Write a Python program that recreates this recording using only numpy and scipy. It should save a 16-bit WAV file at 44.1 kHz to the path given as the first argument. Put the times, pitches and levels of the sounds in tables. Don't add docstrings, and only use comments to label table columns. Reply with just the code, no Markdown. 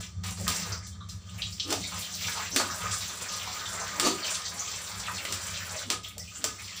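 import sys
import numpy as np
from scipy import signal
from scipy.fft import rfft, irfft, next_fast_len
from scipy.io import wavfile
from scipy.ndimage import uniform_filter1d

SR = 44100
rng = np.random.default_rng(int(sys.argv[2]) if len(sys.argv) > 2 else 0)


def write(x):
    x = np.atleast_2d(x).T
    wavfile.write(sys.argv[1], SR, np.round(np.clip(x, -1, 1) * 32767).astype(np.int16))


N = 299880
TIME = np.arange(N) / SR

# t/s, click level/dB, click f/Hz, click t60/s, plate ring level/dB
TAPS = [(.237, -35, 3160, 0.12, -66), (.479, -21.5, 5760, 0.022, -39), (.869, -42.5, 7500, 0.053, -63),
        (1.088, -41.5, 6500, 0.24, -58), (1.704, -28, 4740, 0.056, -55), (1.726, -26, 4370, 0.026, -39.5),
        (2.5617, -18, 4350, 0.025, -33), (3.9979, -20.5, 4000, 0.019, -39), (5.251, -32, 2700, 0.043, -45),
        (5.324, -26, 4730, 0.045, -50), (5.9019, -22, 3480, 0.019, -36), (6.181, -36, 8400, 0.011, -77),
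        (6.4418, -24, 4600, 0.012, -38)]
# peak t/s, build-up/s, thud level/dB, crunch level/dB, groan level/dB, groan f/Hz
CUTS = [(0.501, 0.01, -43, -35, -67, 302), (1.73, 0.031, -34.5, -35.5, -40.5, 306),
        (2.607, 0.031, -31.5, -32.5, -41.5, 261), (4.072, 0.034, -27, -29.5, -42, 300),
        (5.33, 0.095, -49.5, -60, -71, 280), (5.919, 0.017, -38, -39, -50.5, 232),
        (6.455, 0.0097, -40.5, -57, -52, 248)]
# t/s, length/s, level/dB
SQUEALS = [(2.567, 0.041, -39), (4.034, 0.064, -34)]
# f/Hz, width/Hz, level/dB
BLADE_NOTES = [(4320, 46, -1.5), (4530, 75, 1.5), (6120, 90, -3), (6700, 70, 2), (8580, 80, -15),
               (11300, 80, -11)]
# t/s, length/s, f/Hz, width/Hz, level/dB
SQUELCHES = [(0.385, 0.057, 490, 294, -50), (0.467, 0.012, 1530, 1200, -37.5),
             (0.553, 0.013, 6340, 4100, -36.5), (0.56, 0.15, 2020, 1410, -55),
             (0.719, 0.02, 5400, 1790, -37), (0.822, 0.013, 1940, 600, -55),
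             (0.825, 0.087, 5950, 3460, -52.5), (0.918, .035, 3550, 600, -63),
             (1.002, 0.021, 1184, 300, -50.5), (1.003, .018, 3660, 700, -53),
             (1.088, 0.023, 5300, 3700, -45.5), (1.285, 0.022, 3200, 1100, -53.5),
             (1.38, 0.03, 2300, 900, -46), (1.417, 0.017, 3480, 2100, -32.5),
             (1.463, 0.017, 7200, 900, -51), (1.522, .02, 4970, 1400, -44.5),
             (1.597, 0.013, 3970, 2580, -30.5), (1.713, 0.026, 727, 260, -40),
             (1.824, 0.05, 4000, 1100, -42.5), (1.836, 0.012, 2250, 450, -42),
             (1.913, 0.036, 1030, 497, -46.5), (2.134, .025, 4800, 2400, -40.5),
             (2.281, 0.0098, 1520, 1300, -34), (2.351, 0.067, 1020, 594, -42.5),
             (2.512, 0.053, 5750, 900, -42), (2.596, 0.02, 1040, 900, -32.5),
             (2.678, 0.056, 1410, 600, -43), (2.843, 0.028, 740, 606, -50),
             (2.909, 0.046, 6300, 4660, -35.5), (3.077, .018, 6300, 700, -43),
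             (3.088, 0.023, 3800, 1000, -45.5), (3.285, 0.016, 5670, 1600, -39),
             (3.336, 0.015, 4860, 3000, -38), (3.413, 0.017, 2850, 1700, -42.5),
             (3.465, 0.024, 900, 450, -43.5), (3.653, .012, 3320, 800, -39),
             (3.794, .03, 5850, 2000, -42.5), (3.804, 0.02, 880, 700, -44.5), (4.3, 0.018, 7200, 5000, -35),
             (4.34, 0.023, 5000, 6200, -34), (4.45, 0.025, 4900, 3100, -37),
             (4.592, 0.022, 6480, 1100, -35), (4.995, 0.012, 6200, 4960, -38),
             (5.075, 0.023, 1270, 890, -38), (5.182, 0.012, 2300, 800, -41.5),
             (5.251, 0.0087, 2290, 700, -39), (6.043, 0.0086, 3300, 600, -39),
             (6.068, .018, 3570, 900, -53), (6.159, 0.03, 600, 303, -54), (6.194, 0.011, 5470, 1200, -41),
             (6.195, 0.037, 2000, 250, -59), (6.271, 0.044, 2720, 700, -54),
             (6.349, 0.036, 7270, 1800, -47), (6.352, 0.018, 2980, 600, -52),
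             (6.584, 0.03, 2220, 700, -48.5), (6.627, 0.019, 4970, 1400, -51),
             (6.68, 0.022, 2200, 550, -51), (6.758, 0.034, 4140, 3400, -46)]
# t/s, length/s, first f/Hz, last f/Hz, level/dB
SLIPS = [(4.227, 0.025, 4700, 2800, -36.5), (5.057, 0.047, 3820, 1130, -38),
         (5.147, 0.066, 6350, 2230, -38), (5.475, 0.022, 3000, 2170, -44.5),
         (5.536, 0.043, 6000, 2600, -40), (5.762, 0.033, 7400, 3700, -39.5)]
# t/s, hiss level/dB, dull rub level/dB
HANDLING = [(1.2, -62.5, -78), (1.4, -46.5, -51), (1.57, -49.5, -68), (1.8, -43.5, -55), (1.97, -37.5, -44),
            (2.2, -41, -52.5), (2.4, -37, -39), (2.52, -42, -48.5), (2.72, -38.5, -45.5), (2.85, -38, -38),
            (3.05, -39, -46.5), (3.18, -41.5, -45), (3.3, -39.5, -45), (3.8, -39.5, -39.5),
            (3.94, -40.5, -41), (4.18, -41.5, -41), (4.45, -42.5, -45), (4.8, -38.5, -45),
            (4.96, -42.5, -43.5), (5.1, -42, -44), (5.55, -38.5, -44.5), (5.72, -42, -42.5),
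            (5.822, -40.5, -41.5)]
# t/s, length/s, hiss level/dB, dull rub level/dB
STROKES = [(0, 0.05, -42.5, -55), (0.233, 0.091, -40, -46.5), (0.369, 0.18, -41.5, -49.5),
           (0.488, 0.14, -37, -41.5), (0.653, 0.095, -43.5, -40.5), (1.517, 0.016, -47, -69),
           (1.974, 0.018, -35, -62), (2.205, 0.082, -35.5, -47), (3.008, 0.014, -34.5, -45),
           (3.209, 0.017, -36.5, -40.5), (3.37, 0.013, -42, -57), (3.512, 0.055, -41, -58),
           (3.718, 0.028, -41, -42), (4.241, 0.078, -34.5, -44.5), (5.424, 0.057, -42.5, -56),
           (6.029, 0.052, -42, -61), (6.23, 0.16, -49, -83), (6.348, 0.28, -48, -55),
           (6.592, 0.23, -44, -54)]
# t/s, length/s, level/dB
DRAGS = [(0.0, 0.024, -48), (0.253, 0.096, -51.5), (.62, 0.14, -52), (0.799, 0.11, -58),
         (0.941, 0.061, -58.5), (1.118, .06, -63), (1.25, 0.12, -62), (3.091, .1, -49.5),
         (3.219, 0.33, -49), (4.17, .2, -51.5), (5.928, 0.025, -38), (6.056, 0.04, -51.5),
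         (6.314, .07, -56.5), (6.46, 0.11, -47)]
# f/Hz, level/dB, t60/s
PLATE_NOTES = [(255.3, -5.5, 0.22), (305, -15, 0.2), (374.5, -11, 0.2), (450.6, -6, 0.13),
               (623, 3.5, 0.032), (757, -26, 0.29), (1002, -11, 0.35), (1230, 1.5, 0.23), (1260, -5, 0.24),
               (1500, -8, 0.23), (1700, -11, 0.28), (1957, -15, 0.21), (2562, -19, 0.17),
               (3170, -3.5, 0.11), (3530, -3, 0.13), (4325, -1, 0.067), (4500, -10, 0.1), (5200, -7, 0.08),
               (5800, -5, 0.11), (7230, -8, 0.21), (7550, -9, 0.1)]
# f/Hz, level/dB
THUD_TONE = [(45, -10), (110, -18), (180, -14), (260, 7), (420, 3), (540, 0), (800, -4.5), (1200, -0.5),
             (1700, -8), (4000, -20)]
CRUNCH_TONE = [(200, 4), (900, -37), (2500, 15.5), (5000, 18), (9000, 13.5), (16000, -1)]
# f/Hz, level/dB
RUB_TONE = [(120, -16), (260, -12), (500, 1.5), (800, 0), (1200, 4.5), (1900, 0.5), (3000, -8.5),
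            (8000, -48.5)]
HISS_TONE = [(300, -7), (1200, -35), (2200, 3), (3500, 5.5), (5500, 7), (7500, 7), (10000, -20),
             (16000, 5.5)]
SIZZLE_TONE = [(3000, -29), (7000, -9), (9500, 5), (16000, 0.5)]
# f/Hz, t60/s
ROOM_T60 = [(150, 0.45), (800, 0.26), (2500, 0.25), (6000, 0.28), (15000, 0.2)]
# t/s, drone level/dB, overtone level/dB
MOTOR_LEVELS = [(0.0, -46.5, -49.5), (0.14, -41.5, -53), (0.24, -38.5, -42.5), (0.45, -37, -40),
                (0.64, -46.5, -44), (0.7, -38.5, -50), (1.399, -41.5, -49.5), (1.78, -48.5, -56),
                (1.82, -43, -44.5), (2.2, -45.5, -47.5), (2.95, -43.5, -52), (3.15, -51.5, -55.5),
                (3.81, -49, -54), (4.05, -48.5, -44.5), (4.26, -52, -56), (5.7, -47.5, -54.5),
                (6.67, -51, -58.5), (6.8, -62, -58)]
# f/Hz, width/Hz, level/dB
DRONE_NOTES = [(70, 14.2, -6.5), (91.6, 8.4, -1.5), (101.5, 6.5, -3)]
OVERTONES = [(172.6, 12.43, 1.36), (198.3, 10.55, -1.36)]
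# f/Hz, level/dB
ROOM_TONE = [(250, -11), (520, 3), (950, -14), (1100, 7), (1200, 18.5), (1350, 8), (1700, 5), (2300, 5),
             (2900, -9), (3600, -4), (6000, 8.5), (7400, 5), (9000, -5), (16000, -15)]
# f/Hz, level/dB
MICROPHONE = [(20, -1.5), (5400, 0.5), (6000, 2), (6330, 1.5), (6520, -4), (6720, -3), (7050, 3),
              (7500, 3.5), (8400, -1.5), (8750, -0.5), (9200, -4.5), (10500, -7.5), (13800, -9.5),
              (15100, 0), (15450, 0), (15800, -32)]

SPOT_DB = 4


def cuts(release_s=0.0075, grain_db=3.0, cut_db=3):
    push, snap = np.zeros(N), np.zeros(N)
    for s, build_s, thud_db, crunch_db, *_ in CUTS:
        force = np.exp(-np.maximum((s - TIME) / build_s, (TIME - s) / release_s))
        push += force * undb(thud_db)
        snap += force * undb(crunch_db)
    thud = unit(colour(crackle(N, 3000, grain_db), THUD_TONE))
    crunch = unit(colour(crackle(N, 2500, grain_db), CRUNCH_TONE))
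    return undb(cut_db) * (push * thud + snap * crunch)


def taps(breadth=1.5, tap_db=-12, crack_db=-5.5, crack_t60=0.0088, contact_s=.001):
    out, t = np.zeros(N), TIME[:SR // 10]
    since_contact = np.maximum(t - contact_s, 0)
    for s, db, hz, t60, _ in TAPS:
        ring = band(rng.standard_normal(len(t)) * fade(since_contact, t60), hz, breadth * hz, order=1)
        crack = band(rng.standard_normal(len(t)) * fade(since_contact, crack_t60), 10300, 18000)
        sharpness = 2 * undb(crack_db) * crack_t60 / t60
        click = remove_pitch(unit(ring) + sharpness * unit(crack))
        add(out, s, click * undb(db + tap_db))
    return out


def groans(groan_db=-3.5, lead_s=.08, length_s=0.08, width_hz=130):
    out = np.zeros(N)
    for s, *_, db, hz in CUTS:
        add(out, s - lead_s, tear(length_s, hz, width_hz, per_s=3000, order=3) * undb(db + groan_db))
    return out


def squeals():
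    out = np.zeros(N)
    for s, length_s, db in SQUEALS:
        whistles = sum(undb(note_db) * tear(length_s, hz, width_hz, per_s=4000, order=1)
                       for hz, width_hz, note_db in BLADE_NOTES)
        add(out, s, unit(whistles) * undb(db))
    return out


def squelches(squelch_db=-1.0):
    out = np.zeros(N)
    for s, length_s, hz, width_hz, db in SQUELCHES:
        add(out, s, tear(length_s, hz, width_hz, per_s=3700, order=3) * undb(db + squelch_db))
    return out


def slips(slip_db=1.0, breadth=0.23, steps=6):
    out = np.zeros(N)
    for s, length_s, from_hz, to_hz, db in SLIPS:
        for k, hz in enumerate(np.geomspace(from_hz, to_hz, steps)):
            rasp = tear(0.0069, hz, breadth * hz, per_s=5400) / np.sqrt(steps / 2)
            add(out, s + length_s * k / steps, rasp * undb(db + slip_db))
    return out


def smacks(count=320, quietest_db=-7.5, range_db=4, breadth=0.55):
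    out = np.zeros(N)
    hiss, rub = rubbing_effort()
    for k, (when, pitch, length, strength) in enumerate(rng.random((count, 4))):
        i = int((k + when) / count * (N - 1))
        hz = 1000 * 12 ** (pitch ** .7)
        force = rub[i] if hz < 2500 else hiss[i]
        burst = tear(0.013 + 0.0059 * length, hz, breadth * hz, per_s=2200)
        add(out, i / SR, burst * force * undb(quietest_db + range_db * strength))
    return out


def rubbing(rooms, hiss_db=-2.5, rub_db=-1.4, sizzle_db=-10.5):
    grains = 0
    for hz in np.geomspace(200, 14000, 20):
        patch = band(crackle(N, 1100, 3.0), hz, .24 * hz)
        patchy_db = 4.5 if hz < 2000 else 3.0
        grains = grains + unit(patch * undb(patchy_db * wander(32))) * np.sqrt(hz)
    grains = resound(grains, rooms, ring_db=-51)
    hiss = undb(hiss_db) * unit(colour(grains, HISS_TONE))
    rub = undb(rub_db) * unit(colour(grains, RUB_TONE))
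    hiss_gain, rub_gain = rubbing_effort()
    pops = resound(crackle(N, 3200, 2.0) * undb(2.0 * wander(20)), rooms, ring_db=-64)
    sizzle_gain = (hiss_gain / hiss_gain.max()) ** 0.34
    sizzle = undb(sizzle_db) * unit(colour(pops, SIZZLE_TONE)) * sizzle_gain
    return hiss_gain * (hiss + sizzle) + rub_gain * rub


def rubbing_effort():
    handling = np.array(gains(HANDLING)) * touch(HANDLING[0][0], HANDLING[-1][0])
    power = handling ** 2
    for s, length_s, hiss_db, rub_db in STROKES:
        power = power + np.outer(undb([hiss_db, rub_db]), touch(s, s + length_s)) ** 2
    return np.sqrt(power)


def touch(start_s, end_s, grip_s=0.005, t60=0.21):
    return np.clip((TIME - start_s) / grip_s, 0, 1) * fade(np.maximum(TIME - end_s, 0), t60)


def tear(length_s, hz, width_hz, per_s, order=2):
    progress = TIME[:int(2 * length_s * SR)] / length_s
    swell = np.sqrt(progress) * np.exp(-2 * progress ** 2)
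    return unit(band(crackle(len(progress), per_s, 4.7) * swell, hz, width_hz, order=order))


def crackle(size, per_s, spread_db):
    happens = rng.random(size) < per_s / SR
    sign = rng.choice([-1, 1], size)
    strength = undb(spread_db * np.clip(rng.standard_normal(size), -2, 2))
    return unit(happens * sign * strength)


def plate_knocks(knock_db=-3.5, hardness_db=1.5, hard_hz=3000):
    out, rings = np.zeros(N), plate_rings()
    octaves = np.log2(np.array(PLATE_NOTES)[:, 0] / 1000)
    for s, _, hz, _, ring_db in TAPS:
        spot_db = SPOT_DB * rng.standard_normal(len(rings))
        tilt_db = hardness_db * np.log2(hz / hard_hz) * octaves
        add(out, s, undb(knock_db + ring_db + spot_db + tilt_db) @ rings)
    return out


def plate_drags(edge_hz=1500, width_hz=2200):
    out = np.zeros(N)
    for s, length_s, db in DRAGS:
        drag = tear(length_s / 2, edge_hz, width_hz, per_s=3300, order=1)
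        ring = signal.fftconvolve(drag, plate_rings().sum(axis=0))
        ring *= np.sqrt(len(drag)) / np.linalg.norm(ring)
        add(out, s, ring * undb(db))
    return out


def plate_rings():
    t = TIME[:SR // 2]
    return np.array([undb(db) * np.cos(2 * np.pi * hz * t) * fade(t, t60)
                     for hz, db, t60 in PLATE_NOTES])


def resound(x, rooms, ring_db):
    out, rings = np.zeros(N), plate_rings()
    for stretch, room in zip(np.array_split(np.arange(N), len(rooms)), rooms):
        ring = undb(ring_db + SPOT_DB * rng.standard_normal(len(rings))) @ rings
        add(out, TIME[stretch[0]], signal.fftconvolve(x[stretch], room + ring))
    return out


def kitchen_echo(echo_db, build_s, wall_hz):
    t = TIME[:SR // 2]
    edges = np.geomspace(100, 20000, 9)
    build_up = np.minimum(t / build_s, 1)
    tail = 0
    for low, high in zip(edges, edges[1:]):
        hz = np.sqrt(low * high)
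        noise = band(rng.standard_normal(len(t)), hz, high - low, order=4)
        echoes = noise * fade(t, lookup(hz, ROOM_T60)) * build_up
        dulling = 1 / np.hypot(1, hz / wall_hz)
        tail = tail + unit(echoes) * np.sqrt(high - low) * dulling
    response = undb(echo_db) * unit(tail) / np.sqrt(len(t))
    response[0] += 1
    response = flatten_tone(response, over_hz=120)
    return response / np.linalg.norm(response)


def motor(rumble_db=-61, throb_db=2.5, murk_db=-14, flutter_db=3.5, flutter_per_s=22):
    out = undb(rumble_db) * unit(band(rng.standard_normal(N), 100, 170, order=1))
    flutter = unit(undb(flutter_db * wander(flutter_per_s)))
    for gain, notes in zip(gains(MOTOR_LEVELS), (DRONE_NOTES, OVERTONES)):
        hum = 0
        for hz, width_hz, db in notes:
            throb = undb(db + throb_db * wander(18))
            drifting_hz = hz + width_hz / 2 * wander(40)
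            hum = hum + throb * np.sin(2 * np.pi * np.cumsum(drifting_hz) / SR)
        murk = unit(band(rng.standard_normal(N), notes[-1][0], 67, order=4))
        out = out + gain * flutter * (unit(hum) + undb(murk_db) * murk)
    return out


def room_tone(floor_db=-62, singing_db=-63.0):
    hiss = undb(floor_db + wander(25)) * unit(colour(rng.standard_normal(N), ROOM_TONE))
    noise = band(rng.standard_normal(N), 4200, 4000, order=1)
    singing = signal.fftconvolve(noise, plate_rings().sum(axis=0))[:N]
    return hiss + undb(singing_db) * unit(singing)


def undb(db):
    return 10 ** (np.asarray(db) / 20)


def unit(x):
    return x / np.sqrt(np.mean(x ** 2) + 1e-18)


def gains(table):
    s, *columns = np.transpose(table)
    return [undb(np.interp(TIME, s, db)) for db in columns]


def add(track, s, x):
    i = max(int(s * SR), 0)
    track[i:i + len(x)] += x[:N - i]


def fade(t, t60):
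    return np.exp(-np.log(1000) * t / t60)


def wander(per_s):
    hold = int(SR / per_s)
    count = N // hold + 2
    return np.interp(np.arange(N) / hold, np.arange(count), rng.standard_normal(count))


def lookup(hz, points):
    f, value = np.transpose(points)
    return np.interp(np.log(hz + 1), np.log(f), value)


def colour(x, points):
    size = 2 * next_fast_len(len(x) // 2 + 2048)
    curve = undb(lookup(np.fft.rfftfreq(size, 1 / SR), points))
    cepstrum = irfft(np.log(curve))
    cepstrum[1:size // 2] *= 2
    cepstrum[size // 2 + 1:] = 0
    return irfft(rfft(x, size) * np.exp(rfft(cepstrum)))[:len(x)]


def band(x, hz, width_hz, order=2):
    low = np.hypot(hz, width_hz / 2) - width_hz / 2
    high = min(low + width_hz, .47 * SR)
    return signal.sosfilt(signal.butter(order, [low, high], "band", fs=SR, output="sos"), x)


def flatten_tone(x, over_hz):
    spectrum = rfft(x, 2 * len(x))
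    power = uniform_filter1d(np.abs(spectrum) ** 2, int(2 * len(x) * over_hz / SR) + 1)
    return irfft(spectrum / np.sqrt(power + 1e-18))[:len(x)]


def remove_pitch(x, over_hz=1400, passes=5):
    size = 2 * len(x)
    power = uniform_filter1d(np.abs(rfft(x, size)) ** 2, int(size * over_hz / SR) + 1)
    shape = np.sqrt(np.abs(power))
    for _ in range(passes):
        phase = np.angle(rfft(x, size))
        x = irfft(shape * np.exp(1j * phase))[:len(x)]
    return x


def scene(contact_db=1.21, echo_changes=56):
    rooms = [kitchen_echo(echo_db=1.0, build_s=.003, wall_hz=13000) for _ in range(echo_changes)]
    contacts = taps() + groans() + cuts() + squeals() + squelches() + slips() + smacks()
    cutting = undb(contact_db) * resound(contacts, rooms, ring_db=-53.5)
    mono = cutting + plate_knocks() + plate_drags() + rubbing(rooms) + motor() + room_tone()
    return np.array([mono, mono])


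def record(dry, top_hz=16500):
    coloured = np.array([colour(channel, MICROPHONE) for channel in dry])
    return signal.sosfilt(signal.ellip(8, .2, 70, top_hz, fs=SR, output="sos"), coloured)


dry = scene()
out = record(dry)
write(out)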